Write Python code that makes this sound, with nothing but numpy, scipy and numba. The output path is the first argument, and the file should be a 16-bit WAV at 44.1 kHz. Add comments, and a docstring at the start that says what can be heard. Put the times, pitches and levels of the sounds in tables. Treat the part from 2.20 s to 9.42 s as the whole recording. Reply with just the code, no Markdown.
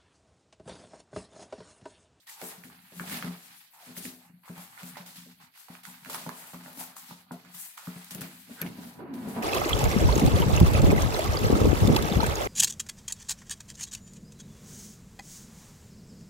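"""Footsteps and a sliding door in a small hall

Bare feet and slippers shuffle in a small hard-walled entrance hall, heard through a phone with two ports.
Soles scuff (coloured noise), rub (gliding resonances) and slap (short partials with a noisy crack);
heels thud and set the hall's damped modes booming. At the end a latch clicks and a door slides open,
its panel shaken by noise. The left port hears more treble, the right one more of the middle.
"""
import sys
import numpy as np
from scipy import signal
from scipy.fft import rfft, irfft, next_fast_len
from scipy.io import wavfile
from scipy.ndimage import uniform_filter1d
from numba import njit

SR = 44100
rng = np.random.default_rng(int(sys.argv[2]) if len(sys.argv) > 2 else 0)


def master(y):
    """Save y as 16-bit WAV."""
    cut = np.clip(np.atleast_2d(y).T, -1, 1)
    pcm = np.round(cut * 32767)  # scale
    wavfile.write(sys.argv[1], SR, pcm.astype(np.int16))


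N = 318568

# Strokes of soles and hem over the floor and, near the end, of hand and door: (peak time [s],
# swell [s per 20 dB], fade [s per 20 dB], fine hiss [dB], dull hiss relative to fine [dB],
# coarse rasp [dB], rasp centre [Hz], weight on floor [dB]);
# each layer multiplies the swell and fade by its own linger, and a swell of 0 or less is abrupt
STROKES = [(0.02, 7.2, 0.3, -67, 1, -69, 1900, -94), (0.07, 0.002, 0.5, -54, 0, -64, 2120, -94),
           (0.096, 0.03, .16, -49, -4, -62, 850, -90), (0.266, 0.15, 0.22, -44.5, -7, -52.5, 970, -80),
           (0.442, -0.36, 0.22, -56, -5, -61.5, 1590, -45),
           (.605, 0.36, 0.7, -64.5, -8, -67.5, 1300, -61.5), (.78, 0.13, 0.64, -50.5, -7, -60.5, 1680, -49),
           (0.923, 0.1064, 0.1655, -38.5, -3.5, -46.5, 1770, -37),
           (.97, 0.1, 0.0563, -45, 2, -47, 1900, -55), (1.078, 0.27, 0.12, -54.5, 3, -51.5, 1090, -38),
           (1.28, 0.9, 0.62, -57, -2, -63, 2020, -89.5), (1.55, 0.05, 0.6, -60.5, -10, -66, 1150, -78),
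           (1.661, 0.1, 0.22, -55.5, -0.5, -57.5, 1260, -60),
           (1.778, 0.03, 0.06, -41.5, -4, -52.5, 1800, -51), (1.852, 0.11, 0.17, -44, -3, -59, 1870, -43),
           (2.06, 2, 0.24, -68, -17, -64.5, 780, -73), (2.23, 0, 1.3, -80, -3, -65, 990, -80),
           (2.265, 0.06, 0.5, -64, -5, -70, 1100, -80), (2.284, 0, 0.02, -60, -5, -59, 1290, -62),
           (2.39, 0.08, 0.22, -59.5, -2, -57, 1290, -61), (2.438, 0.3, 0.17, -50.5, -11, -59.5, 1390, -57),
           (2.588, -0.18, 0.34, -57, 0, -56.5, 1590, -56), (2.669, 0.27, 0.35, -50.5, -5.5, -62, 1200, -51),
           (2.77, 0, 0.11, -56.5, 7, -53.5, 1210, -71), (2.861, -0.06, 0.39, -51.5, -1.5, -60, 1200, -57),
           (2.958, -0.09, 0.21, -52.5, 0.5, -60.5, 2210, -53),
           (3.07, -0.1, 0.36, -65.5, 2.5, -76, 1510, -57), (3.201, -0.07, 0.2, -70, 0, -64, 1000, -81),
           (3.247, 0.2, 0.1, -63.5, 0, -67, 1200, -71.5), (3.355, 0.08, 0.1, -67, 3, -66.5, 1800, -86),
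           (3.401, 0.08, 0.2, -53.5, -4, -62, 1410, -86), (3.54, 0.13, 0.2, -58.5, 0.5, -59, 1280, -87.5),
           (3.634, -0.19, 0.3, -54.5, 2.5, -59.5, 1510, -67),
           (3.666, -0.08, 0.28, -50, -18.5, -58.5, 1390, -51.5),
           (3.861, 0.01, 0.06, -59, -8.5, -54, 1320, -40.5),
           (3.901, -0.03, 0.16, -43.5, -1.5, -54, 1200, -47),
           (3.951, 0.13, 0.29, -44, -1, -50, 1240, -45.5),
           (4.185, 0.1, 0.48, -49.5, -9, -54.5, 1200, -58.5), (4.268, -0.06, 0.2, -52, -24, -65, 1180, -82),
           (4.331, -0.57, 0.4, -59.5, 1.5, -57.5, 950, -49), (4.436, -0.5, 0.48, -54.5, -4, -59, 1080, -52),
           (4.602, 0.06, 0.14, -39, -7, -51, 960, -51), (4.768, 0.02, 0.31, -48.5, -7, -58.5, 1280, -59),
           (4.892, 0.07, 0.17, -56.5, 4.5, -60, 970, -55), (5.118, -0.45, 0.11, -54.5, -0.5, -58, 950, -43),
           (5.29, 0.53, 0.08, -72, 8, -63.5, 1200, -55.5), (5.35, 0.03, 0.12, -47.5, -6, -59, 1160, -88),
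           (5.402, 0.09, 0.23, -41.5, -22, -58.5, 2600, -85),
           (5.575, 0.008, 0.2, -47.5, -7, -56, 1290, -78), (5.65, 0, .5, -56, -3, -60.5, 1190, -78),
           (5.83, 0.75, 0.57, -57, -5, -59, 1500, -74), (5.909, 0.004, 0.1, -40, -5, -52.5, 1400, -46.5),
           (5.979, -0.12, 0.22, -63, 3, -58.5, 1600, -37.5),
           (6.013, 0.0051, 0.115, -43.5, -3.5, -50, 1500, -34),
           (6.2, 1.5, 0.15, -57, -2.5, -66, 1810, -57.5), (6.3, 0.01, 0.5, -60, -2.5, -64, 1500, -70),
           (6.37, 0.28, 0.4, -55, -3, -60, 1650, -51.5), (6.474, 0.13, 0.31, -58.5, 0, -59, 1500, -42.5),
           (6.64, 0.14, 0.26, -53.5, -2.5, -59.5, 1050, -48.5), (6.939, 0, 0.04, -59, 1, -55, 1000, -60),
           (6.95, 0.01, 0.9, -62, -3, -62, 1000, -70), (7.088, 0.02, 0.06, -51, -8, -55, 870, -56.5),
           (7.155, 0.3, 0.25, -52.5, -6, -52, 870, -60)]
HISS_LINGER, DULL_LINGER, RASP_LINGER, WEIGHT_LINGER = 0.83, 0.89, 1.3, 0.77
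# Colour of the fine hiss: (frequency [Hz], level per Hz [dB])
HISS = [(3500, -22), (5500, -10.5), (6800, -5.5), (8000, -2.5), (11700, -5), (15200, -7.5), (16000, -14)]
# Colour of the dull hiss: (frequency [Hz], level per Hz [dB])
DULL_HISS = [(1500, -10), (2500, -4.5), (3500, 0), (5000, -1), (6500, -4.5), (9000, -13)]
# Colour of the coarse rasp: (frequency [Hz], level per Hz [dB])
RASP = [(400, -8), (650, -3), (800, -1.5), (1100, -5), (1800, -5), (3000, -7.5), (5000, -7), (8000, -68)]
# Parts of the hiss that come and go on their own: (centre [Hz])
PATCHES = [3000, 4840, 7700, 10100, 14100]
PATCH_DB = 2  # spread of each part's wandering level
# the fainter the fine hiss, the more it leans to the left port
LEAN_BELOW_DB, LEAN_DB_PER_DB, LEAN_MOST_DB = -44, 0.1, 22
TICKS_PER_S, TICK_DB, TICK_S = 260, -11, 0.00068  # rate, least strength, decay constant
CRACKS_PER_S, CRACK_DB = 100, 28.5  # rate, least strength before filtering

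# Narrow rubs of a sole: (start [s], end [s], level [dB], first pitch [Hz], last pitch [Hz], sharpness [Q])
RUBS = [(0.07, 0.115, -57, 1800, 1870, 9), (0.093, 0.21, -63, 850, 880, 5),
        (1.52, 1.69, -61, 850, 650, 2.5), (2.226, 2.28, -63, 950, 1150, 2.5),
        (2.24, 2.28, -67, 2250, 2000, 5), (2.74, 2.8, -55, 1700, 2300, 4), (3.67, 3.71, -56, 950, 950, 5),
        (5.12, 5.18, -52, 680, 680, 6)]
RUB_ONSET = 5  # a rub reaches full strength after one fifth of its length

# Sole slaps: (time [s], level [dB], ring [Hz], treble crack relative to hit [dB], left minus right [dB])
SLAPS = [(.096, -41, 1910, 3, -12), (.215, -31.5, 760, 2, -5), (.2165, -33, 2120, -10, -7),
         (.239, -35, 970, 6, 0), (.437, -40, 1880, -4, -12), (.5, -43, 1160, -21, -6),
         (.797, -20.5, 1630, -25, 3.5), (.838, -36.5, 720, -12, -3), (.897, -30, 1680, 2, 0),
         (.928, -26.5, 2070, -2, 8), (1.025, -20.5, 1660, -15, 5), (1.045, -32, 1060, -7, -13),
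         (1.66, -60, 1100, -4, 2), (1.767, -35, 1740, -6, 0), (1.853, -33.5, 1920, -23, -5),
         (2.228, -66, 1050, -18, 6), (2.279, -38, 1050, -11, 9), (2.291, -39, 1600, -10, -2),
         (2.379, -39, 895, 2, 5), (2.384, -44, 1110, -9, -1), (2.5765, -36, 1490, -11, -7),
         (2.582, -39, 1450, -19, 4), (2.6015, -37, 1470, -20, -6), (2.624, -50, 1200, -13, -3),
         (2.632, -43, 1490, 6.5, -11), (2.689, -61, 1700, 0, 0), (2.729, -53, 1280, -10, 2),
         (2.758, -38, 1690, -14, -12), (2.769, -32, 840, -11, -3), (2.776, -41.5, 930, -19, -20),
         (2.783, -56, 910, -14, -6), (2.793, -53, 900, -14, -3), (2.806, -57, 750, -17, -1),
         (3.376, -50, 1310, 7, -10), (3.484, -40.5, 1090, -6, -10), (3.488, -41, 810, -12, -9),
         (3.5515, -37.5, 1620, -9, -7), (3.652, -38.5, 1410, 5, -15), (3.848, -36, 1600, -2, -6),
         (3.859, -36, 1560, -9, -10), (3.898, -31, 1180, 4, -6), (3.903, -35.5, 590, -12, 0),
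         (3.931, -34, 3900, 4, 0), (3.9455, -28.5, 1150, 6, -7), (3.951, -34, 1050, -10, -9),
         (3.957, -30, 1210, -1, -2), (3.961, -32, 1230, -10, -7), (3.994, -40, 1730, -1, -2),
         (4.064, -27.5, 866, -11, -3), (4.0915, -26.5, 1060, -3, -10), (4.24, -39, 1400, -12, -8),
         (4.334, -35.5, 816, -16, -1), (4.344, -36, 1120, -10, -3), (4.46, -34.5, 1120, -20, -8),
         (4.48, -37.5, 860, -16, -7), (4.53, -57, 1980, 18, 5), (4.574, -39.5, 825, 4, -2),
         (4.612, -34, 870, -7, -6), (4.766, -39, 1060, 8, 4), (4.9095, -32, 940, -19, -5),
         (5.1095, -28, 970, -32, 1), (5.249, -45, 1240, -5, -13), (5.345, -43, 940, -14, 0),
         (5.578, -30.5, 1280, -4, -9), (5.672, -32.5, 1190, -8, -5), (5.845, -53, 2520, 13, 15),
         (5.909, -48, 1570, 21, 0), (5.948, -36.5, 1480, 12.5, 0), (6.009, -39, 1540, 10, 8),
         (6.017, -32, 1550, 2.5, 9)]
# Door hardware knocks: (time [s], level [dB], ring [Hz], treble crack relative to hit [dB],
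# left minus right [dB])
KNOCKS = [(6.295, -50.5, 590, -20, -13), (6.415, -36.5, 1650, 13.5, -6), (6.42, -32, 1570, -14, -2),
          (6.427, -36, 1780, -10, -14), (6.463, -35, 2140, -12, -2), (6.794, -35, 365, -24, -4),
          (6.804, -38, 800, -25, -3), (6.812, -44, 402, -25, -2), (6.84, -54, 404, -13, 3),
          (6.939, -59, 593, -11, -4), (7.074, -38, 445, -25, 11), (7.161, -34, 745, -16, -6),
          (7.168, -41, 980, -14, 2), (7.185, -27, 705, -20, 0)]
SLAP_CYCLES, KNOCK_CYCLES = 12, 24  # cycles a hit rings until it is 60 dB down

# Low thuds of heels and, near the end, of the door: (time [s], level [dB],
# middle modes relative to low ones [dB], upper modes relative to low ones [dB])
THUDS = [(0.221, -37.5, -0.5, 2), (0.378, -41, -11, -14), (0.718, -50.5, -19, 1), (0.762, -43, -11, -15),
         (0.803, -32.5, -5, -8), (1.028, -47, 3, -6), (1.043, -30, -5.5, -9), (1.669, -42.5, -4, -13),
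         (1.689, -33.5, -5, -16.5), (1.772, -32.5, -6, -10.5), (1.85, -39.5, 6, -4),
         (2.095, -48.5, -2.5, -9), (2.135, -44, -22, -21), (2.296, -31.5, -8, -13),
         (2.371, -36.5, -10.5, -29), (2.63, -33.5, -9, -19), (2.745, -41, -18, -30),
         (2.799, -38.5, -23, -33), (2.977, -41.5, -14, -20), (3.059, -50.5, 4, -1.5),
         (3.175, -47, -19, -25), (3.23, -46, -10, -34.5), (3.496, -38.5, -3.5, -12),
         (3.674, -43.5, -19, -32), (3.822, -45, -12, -17), (3.879, -39.5, -9, -5), (4.065, -29.5, 0, -11),
         (4.091, -35.5, -1, -21), (4.337, -36.5, -1.5, -14), (4.465, -43, 0, -24), (4.575, -43, 8, -20),
         (4.912, -38, -1, -28), (5.111, -32, 3, -9.5), (5.344, -45, -9, -45), (5.672, -27, -10, -14),
         (5.759, -34.5, -14, -15), (5.95, -27.5, -26, -14.5), (6.302, -58, -3, -8),
         (6.415, -31.5, -27, -3.5), (6.434, -28, -19, -18), (6.584, -40, 5.5, -5), (6.793, -45, 4, 4),
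         (6.945, -42, 6.5, -14), (7.068, -27.5, -1.5, -15), (7.101, -35.5, -3, -4.5),
         (7.158, -32.5, 0, 1.5)]
# Low resonances of the hall: (frequency [Hz], level [dB], t60 [s])
HALL_MODES = [(67.5, -9, 0.11), (100, -8.5, 0.082), (172, 1, 0.09), (153, -10, 0.2), (177, 3, 0.3),
              (200, -5, 0.18)]
# Middle resonances of the hall: (frequency [Hz], level [dB], t60 [s])
MIDDLE_MODES = [(225, -3, 0.07), (240, -6, 0.14), (250.5, 2.5, 0.28), (274.4, -4, 0.15)]
# Upper resonances of the hall: (frequency [Hz], level [dB], t60 [s])
UPPER_MODES = [(336, -3.5, 0.28), (390, -4, 0.31), (446.3, -3.5, 0.38), (554.7, 9.5, 0.022),
               (645, -8, 0.31)]
CONTACT_S = 0.0148  # how long each thud presses on the floor

# Door panel rumbling on its track: (time [s], level [dB], extra on modes above 450 Hz [dB])
DOOR = [(6.25, -55, -45), (6.316, -42.5, -21), (6.34, -71, -18), (6.452, -36, -6), (6.508, -41.5, -11),
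        (6.552, -51.5, -4), (6.614, -40, -11.5), (6.736, -57.5, 1.5), (6.787, -43.5, -8),
        (6.794, -39.5, -7.5), (6.882, -41.5, -3), (6.922, -42.5, -4.5), (7.098, -35, -7.5), (7.14, -42, -3),
        (7.168, -40.5, 9), (7.202, -34, -3), (7.22, -37, 4)]
# Resonances of the door panel: (frequency [Hz], width [Hz], level [dB])
DOOR_MODES = [(155, 34, -20), (237, 19, 0.5), (278, 33, -5), (366, 46, -6.5), (545, 110, -7),
              (760, 230, -2), (970, 18, -6), (1280, 740, -6.5)]
# Groan of the rolling door, sinking in pitch with a late upturn: (time [s], pitch [Hz], level [dB])
GROAN = [(6.78, 370, -90), (6.795, 360, -45.5), (6.85, 340, -42), (6.865, 300, -56), (6.9, 280, -42.5),
         (6.92, 246, -35), (7.0, 250, -39.5), (7.04, 212, -36), (7.08, 221, -35), (7.13, 185, -43),
         (7.17, 210, -33), (7.22, 230, -32.5)]
GROAN_SHARPNESS, GROAN_EVENNESS = 5, .6  # Q; 0 leaves the groan uneven, 1 levels it fully

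# Scrape of the turning handle: (start [s], end [s], level [dB], frequency [Hz], width [Hz])
HANDLE = (6.37, 6.432, -46, 1570, 130)
# Steel ping of the latch: (time [s], level [dB], ring [Hz], t60 [s])
LATCH = (6.4153, -19.5, 12700, .005)
SNAP_DB, SNAP_S = -26.5, 0.0057  # broad crack of the bolt: strength before filtering, decay constant

# Colour of the still air: (frequency [Hz], level per Hz [dB])
AIR = [(24, -60), (40, -6), (176, 4), (262, -4), (382, -17.5), (965, -14.5), (2500, -36), (4460, -5),
       (5870, -53), (12100, -7.5), (16000, -24)]
AIR_DB = -65
# Decay of the hall's diffuse tail: (frequency [Hz], t60 [s])
TAIL_T60 = [(200, 1), (1000, 0.31), (4000, 0.04), (12000, 0.068)]
TAIL_DB = -4
# How alike noise is at the two ports: (frequency [Hz], correlation [0 to 1])
PORT_LIKENESS = [(60, 0.98), (200, 0.85), (400, 0.5), (700, 0.61), (1200, 0.0062), (16000, 0.02)]
# Colour difference between the ports: (frequency [Hz], left minus right [dB])
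PORT_BALANCE = [(60, -3), (200, 0), (400, 0), (700, 0.5), (1300, -0.5), (2400, -6), (4400, -2), (7000, -2),
                (9500, 3.5), (11000, 11.5), (15500, 10)]
# Bands of the phone's noise suppressor: (band top [Hz], level below which the band is turned down [dB])
GATES = [(320, -59), (750, -59.5), (1500, -62), (3000, -63), (5000, -63.5), (9500, -65), (17000, -58.5)]
GATE_SLOPE, GATE_DEPTH_DB, GATE_RELEASE_S = 2.08, -12, 0.05  # slope in dB per dB
TOP_HZ = 15900


def undb(db):
    """Decibels to gain."""
    return 10 ** (np.asarray(db) / 20)


def level(x, db):
    """Scale to an rms level."""
    return x * undb(db) / np.sqrt(np.mean(x ** 2))


def curves(table):
    """Columns joined by straight lines in time."""
    s, *columns = np.transpose(table)
    return [np.interp(np.arange(N) / SR, s, c) for c in columns]


def along_hz(table, size):
    """A (frequency, value) table read at every bin of a transform."""
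    hz, value = np.transpose(table)
    bins_hz = np.arange(size // 2 + 1) * SR / size
    return np.interp(np.log(bins_hz + 1), np.log(hz), value)


def pair_noise(count, colour):
    """Coloured noise of unit rms at two ports, alike in the bass and nearly unrelated in the treble."""
    size = next_fast_len(count)
    alike = np.clip(along_hz(PORT_LIKENESS, size), 0, 1)
    mid, side = rfft(rng.standard_normal((2, size)))
    pair = mid * np.sqrt(1 + alike) + side * np.sqrt(1 - alike) * np.array([[1], [-1]])
    return level(irfft(pair * undb(along_hz(colour, size)), size)[:, :count], 0)


def flicker(rate, depth_db):
    """Gain that wanders: a new random level every 1 / rate s, with straight glides between in dB."""
    hold = int(SR / rate)
    steps = np.repeat(rng.standard_normal(N // hold + 1), hold)
    return undb(depth_db * uniform_filter1d(steps, hold)[:N])


def mode(x, hz, t60):
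    """One damped resonance; a unit impulse rings with a starting envelope of 1."""
    pole = np.exp(2j * np.pi * hz / SR - np.log(1000) / (t60 * SR))
    return signal.lfilter([1], [1, -pole], x).imag


def width_t60(width_hz):
    """Ring time of a resonance from its bandwidth."""
    return np.log(1000) / np.pi / width_hz


@njit
def svf(x, hz, sharpness):
    """State-variable band-pass whose centre may move every sample."""
    y = np.empty(len(x))
    band_state, low_state, damping = 0., 0., 1 / sharpness
    for i in range(len(x)):
        g = np.tan(np.pi * hz[i] / SR)
        band = (band_state + g * (x[i] - low_state)) / (1 + g * (g + damping))
        band_state = 2 * band - band_state
        low_state += 2 * g * band
        y[i] = damping * band
    return y


def svf_twice(x, hz, sharpness):
    """Two equal band-passes in a row, for steeper skirts."""
    return svf(svf(x, hz, sharpness), hz, sharpness)


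def add(track, s, sound):
    """Mix a sound in at time s."""
    i = int(s * SR)
    track[..., i:i + sound.shape[-1]] += sound[..., :N - i]


def still_air():
    """Steady background of the still air: coloured noise at a fixed level."""
    return level(pair_noise(N, AIR), AIR_DB)


def strokes():
    """Each stroke swells to its peak and fades; overlapping strokes add in power and blend their colours."""
    columns = np.transpose(STROKES)[:, :, None]
    s, swell_s, fade_s, hiss_db, dull_db, rasp_db, rasp_hz, weight_db = columns
    t = np.arange(0, N + 64, 64) / SR  # every 64 samples is fine enough for envelopes
    swelling = (s - t) / np.maximum(swell_s, .002)
    fading = (t - s) / np.maximum(fade_s, .02)
    below_db = 20 * np.where(t < s, swelling, fading)

    def power(db, linger):
        return undb(db - below_db / linger) ** 2 + 1e-30

    rasp = power(rasp_db, RASP_LINGER)
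    powers = (power(hiss_db, HISS_LINGER), power(hiss_db + dull_db, DULL_LINGER),
              rasp, power(weight_db, WEIGHT_LINGER))
    gains = [np.sqrt(p.sum(axis=0)) for p in powers]
    centre_hz = (rasp * rasp_hz).sum(axis=0) / rasp.sum(axis=0)
    return [np.interp(np.arange(N) / SR, t, c) for c in (*gains, centre_hz)]


def patchy(x):
    """Each part of the spectrum swells and sinks on its own, so the colour keeps shifting."""
    size = next_fast_len(N)
    whole = rfft(x, size)
    out = 0
    for centre in PATCHES:
        share = along_hz([(hz, 1. * (hz == centre)) for hz in PATCHES], size)
        out = out + irfft(whole * share, size)[:, :N] * flicker(30, PATCH_DB)
    return out


def scuff(fine, dull, coarse, rasp_hz):
    """Dense micro-slips of the strokes: a hiss and a coarser rasp whose colour moves with the stroke."""
    fine_db = 20 * np.log10(fine)
    lean_db = np.clip(LEAN_DB_PER_DB * (LEAN_BELOW_DB - fine_db), 0, LEAN_MOST_DB)
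    # fibres catch and let go: short bursts in the fine hiss
    catch = rng.random((2, N))
    ticks = (catch[0] < TICKS_PER_S / SR) * undb(TICK_DB - 2.0 * np.log(1 - .9 * catch[1]))
    crackle = 1 + signal.lfilter([1], [1, -np.exp(-1 / (TICK_S * SR))], ticks)
    fine_hiss = fine * crackle * patchy(pair_noise(N, HISS)) * undb(lean_db * np.array([[0.3], [-0.7]]))
    dull_hiss = dull * pair_noise(N, DULL_HISS) * flicker(60, 1.77)
    hiss = (fine_hiss + dull_hiss) * flicker(25, 0.9) * flicker(90, 0.36) * flicker(600, 0.12)
    grit = pair_noise(N, RASP) * flicker(45, 2.02) * flicker(300, 1.38)
    rasp = .5 * grit + 1.486 * np.array([svf(port, rasp_hz, 0.7) for port in grit])
    # now and then a grain of grit cracks
    chance = rng.random((2, N))
    cracks = (chance[0] < CRACKS_PER_S / SR) * undb(CRACK_DB - 1.9 * np.log(1 - .95 * chance[1]))
    cracks = svf_twice(cracks, 1.8 * rasp_hz, 0.95)
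    return hiss + (rasp + cracks * np.array([[0.6], [-1]])) * coarse


def rubs():
    """Rubber drags on the floor: noise in one gliding resonance."""
    out = np.zeros((2, N))
    for start, end, db, first_hz, last_hz, sharpness in RUBS:
        size = int((end - start) * SR)
        hz = np.linspace(first_hz, last_hz, size)
        rub = svf_twice(rng.standard_normal(size), hz, 1. * sharpness)
        onset = np.clip(np.linspace(0, RUB_ONSET, size), .3, 1)
        release = np.clip(np.linspace(5, 0, size), 0, 1)
        add(out, start, level(rub, db) * release * onset)
    return out


def hits(table, cycles, crack_s):
    """Each hit: a dull ring of three partials, a burst of trapped air around it and a treble crack."""
    out = np.zeros((2, N))
    t = np.arange(int(.06 * SR)) / SR
    luck = rng.standard_normal((len(table), 4, len(t)))
    treble = signal.butter(2, 2500, "high", fs=SR, output="sos")
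    partials = ((.72, 0.15), (1, 0.86), (1.45, 0.071))  # (ratio to the ring, share)
    for (s, db, hz, crack_db, pan_db), noise in zip(table, luck):
        fade = undb(-60 * t * hz / cycles) * np.minimum(t / 0.00065, 1)  # lands within a millisecond
        ring = sum(share * np.sin(2 * np.pi * ratio * hz * t) for ratio, share in partials)
        around = signal.butter(3, [hz * .6, hz * 1.6], "band", fs=SR, output="sos")
        puff = signal.sosfilt(around, noise[:2] * fade)
        crack = signal.sosfilt(treble, noise[2:] * np.exp(-t / crack_s))
        sound = 1.08 * ring * fade + 2.86 * puff + 0.52 * undb(crack_db) * crack
        add(out, s, sound * undb(db + np.array([[pan_db], [-pan_db]]) / 2))
    return out


def booms(weight):
    """The floor flexes under each blow; blows and noisy drag under the strokes' weight ring the hall's modes."""
    out = np.zeros((2, N))
    phase_of_step = np.linspace(0, 1, int(CONTACT_S * SR))
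    push = np.sin(np.pi * phase_of_step ** 0.5) ** 2  # lands fast, lets go slowly
    push_t = np.arange(len(push)) / SR
    # (modes, drag [dB], skew between the ports [dB])
    groups = ((HALL_MODES, -34, 1.0), (MIDDLE_MODES, -37, 1.5), (UPPER_MODES, -48, 3.0))
    for group, (modes, drag_db, skew_db) in enumerate(groups):
        for k, (hz, db, t60) in enumerate(modes):
            blows = np.zeros(N)
            # each thud reaches each mode with a random strength and phase
            luck = rng.standard_normal((len(THUDS), 2))
            for (s, peak_db, *share_db), (size, phase) in zip(THUDS, luck):
                flex = np.cos(2 * np.pi * hz * push_t + 0.68 * phase)
                blow_db = peak_db + [0, *share_db][group] + 1.8 * size
                add(blows, s - 0.1916 * CONTACT_S, 2 * flex * push / push.sum() * undb(blow_db))
            drag = rng.standard_normal(N) * weight * undb(drag_db)
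            side = undb(skew_db * (-1) ** k * np.array([[1], [-1]]))  # neighbours lean opposite ways
            out += side * mode(undb(db - 8.5) * blows + undb(db) * drag, hz, t60)
    return out


def door_panel():
    """Rollers shake the panel in uneven jolts and it answers with its own resonances."""
    low_db, rattle_db = curves(DOOR)
    moving = np.clip((np.arange(N) / SR - DOOR[0][0]) / 0.04, 0, 1)
    out = np.zeros((2, N))
    jolts = pair_noise(N, [(20, 0), (20000, 0)]) * flicker(70, 1.0)
    for hz, width_hz, db in DOOR_MODES:
        shake = jolts * moving * undb(low_db + rattle_db * (hz > 450))
        out += undb(db - 42.0) * np.sqrt(width_hz) * mode(shake, hz, width_t60(width_hz))
    return out


def door_groan():
    """The rolling door groans: uneven noise in a sharp moving resonance, its swells partly levelled."""
    groan_hz, groan_db = curves(GROAN)
    roll = rng.standard_normal(N) * flicker(60, 1.4)
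    groan = svf_twice(roll, groan_hz, GROAN_SHARPNESS)
    loudness = uniform_filter1d(np.abs(groan) + 1e-9, SR // 100)
    return level(groan / loudness ** GROAN_EVENNESS, 0) * undb(groan_db)


def latch():
    """The handle scrapes as it turns, then the bolt lets go with a broad snap and a tiny steel ping."""
    out = np.zeros((2, N))
    start, end, db, hz, width_hz = HANDLE
    size = int((end - start) * SR)
    scrape = level(mode(rng.standard_normal(size), hz, width_t60(width_hz)), db)
    add(out, start, scrape * np.linspace(.3, 1, size))
    s, db, hz, t60 = LATCH
    t = np.arange(int(.03 * SR)) / SR
    envelope = undb(db - 60 * np.maximum(t - .0015, 0) / t60) * np.minimum(t / .0015, 1)
    ping = np.sin(2 * np.pi * hz * t) * envelope
    snap = svf(rng.standard_normal(len(t)), np.full(len(t), 3500.), 1.0)
    snap = snap * undb(SNAP_DB) * np.exp(-t / SNAP_S)
    add(out, s, (ping + snap) * np.array([[1], [.5]]))
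    return out


def hall(dry):
    """Diffuse tail: octave bands of noise that die away at their own rates."""
    size = SR // 2
    t = np.arange(size) / SR
    tail_hz, tail_s = np.transpose(TAIL_T60)
    tail = 0
    for hz in 250 * 2 ** np.arange(7):
        t60 = np.interp(np.log(hz), np.log(tail_hz), tail_s)
        octave = [(hz / 2, -40), (hz / np.sqrt(2), 0), (hz * np.sqrt(2), 0), (hz * 2, -40)]
        tail = tail + pair_noise(size, octave) * np.sqrt(hz / t60) * undb(-60 * t / t60)
    tail = tail * np.clip((t - .003) / 0.0027, 0, 1)  # the tail follows the direct sound
    tail = tail / np.sqrt(np.sum(tail ** 2) / 2)
    return dry + undb(TAIL_DB) * signal.fftconvolve(dry.mean(axis=0)[None], tail, axes=1)[:, :N]


def scene():
    """Feet and door in the hall, over still air."""
    fine, dull, coarse, weight, rasp_hz = strokes()
    floor = scuff(fine, dull, coarse, rasp_hz) + rubs() + booms(weight)
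    bolt = latch()
    # the latch is next to the phone, so the hall adds little to it
    knocked = hits(SLAPS, SLAP_CYCLES, .002) + hits(KNOCKS, KNOCK_CYCLES, .0015)
    struck = hall(knocked + .25 * bolt) + .75 * bolt
    return still_air() + floor + struck + door_panel() + door_groan()


def suppress(x):
    """Port by port and band by band, a quiet band is turned down; it opens at once and closes slowly."""
    size = 512
    hz, _, frames = signal.stft(x, SR, nperseg=size, noverlap=size * 3 // 4)
    tops_hz, open_db = np.transpose(GATES)
    band = np.minimum(np.searchsorted(tops_hz, hz), len(GATES) - 1)
    bins_power = np.abs(frames) ** 2
    power = np.stack([np.sum(bins_power[:, band == k], axis=1) for k in range(len(GATES))], axis=1)
    keep = np.exp(-size / 4 / SR / GATE_RELEASE_S)
    for i in range(1, power.shape[2]):
        power[..., i] = np.maximum(power[..., i], keep * power[..., i - 1])
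    over_db = 10 * np.log10(power + 1e-18) - open_db[:, None]
    gain_db = np.clip(GATE_SLOPE * over_db, GATE_DEPTH_DB, 0)
    return signal.istft(frames * undb(gain_db[:, band]), SR, nperseg=size, noverlap=size * 3 // 4)[1][:, :N]


def record(dry):
    """Each port has its own colour; the bass is rolled off, quiet bands are suppressed and the top is cut."""
    size = next_fast_len(N + SR // 10)
    tilt_db = along_hz(PORT_BALANCE, size) * np.array([[.5], [-.5]])
    ports = irfft(rfft(dry, size) * undb(tilt_db), size)[:, :N]
    bass_cut = signal.butter(2, 120, "high", fs=SR, output="sos")
    top_cut = signal.ellip(12, .2, 80, TOP_HZ, fs=SR, output="sos")
    return signal.sosfilt(top_cut, suppress(signal.sosfilt(bass_cut, ports)))


dry = scene()
out = record(dry)
master(out)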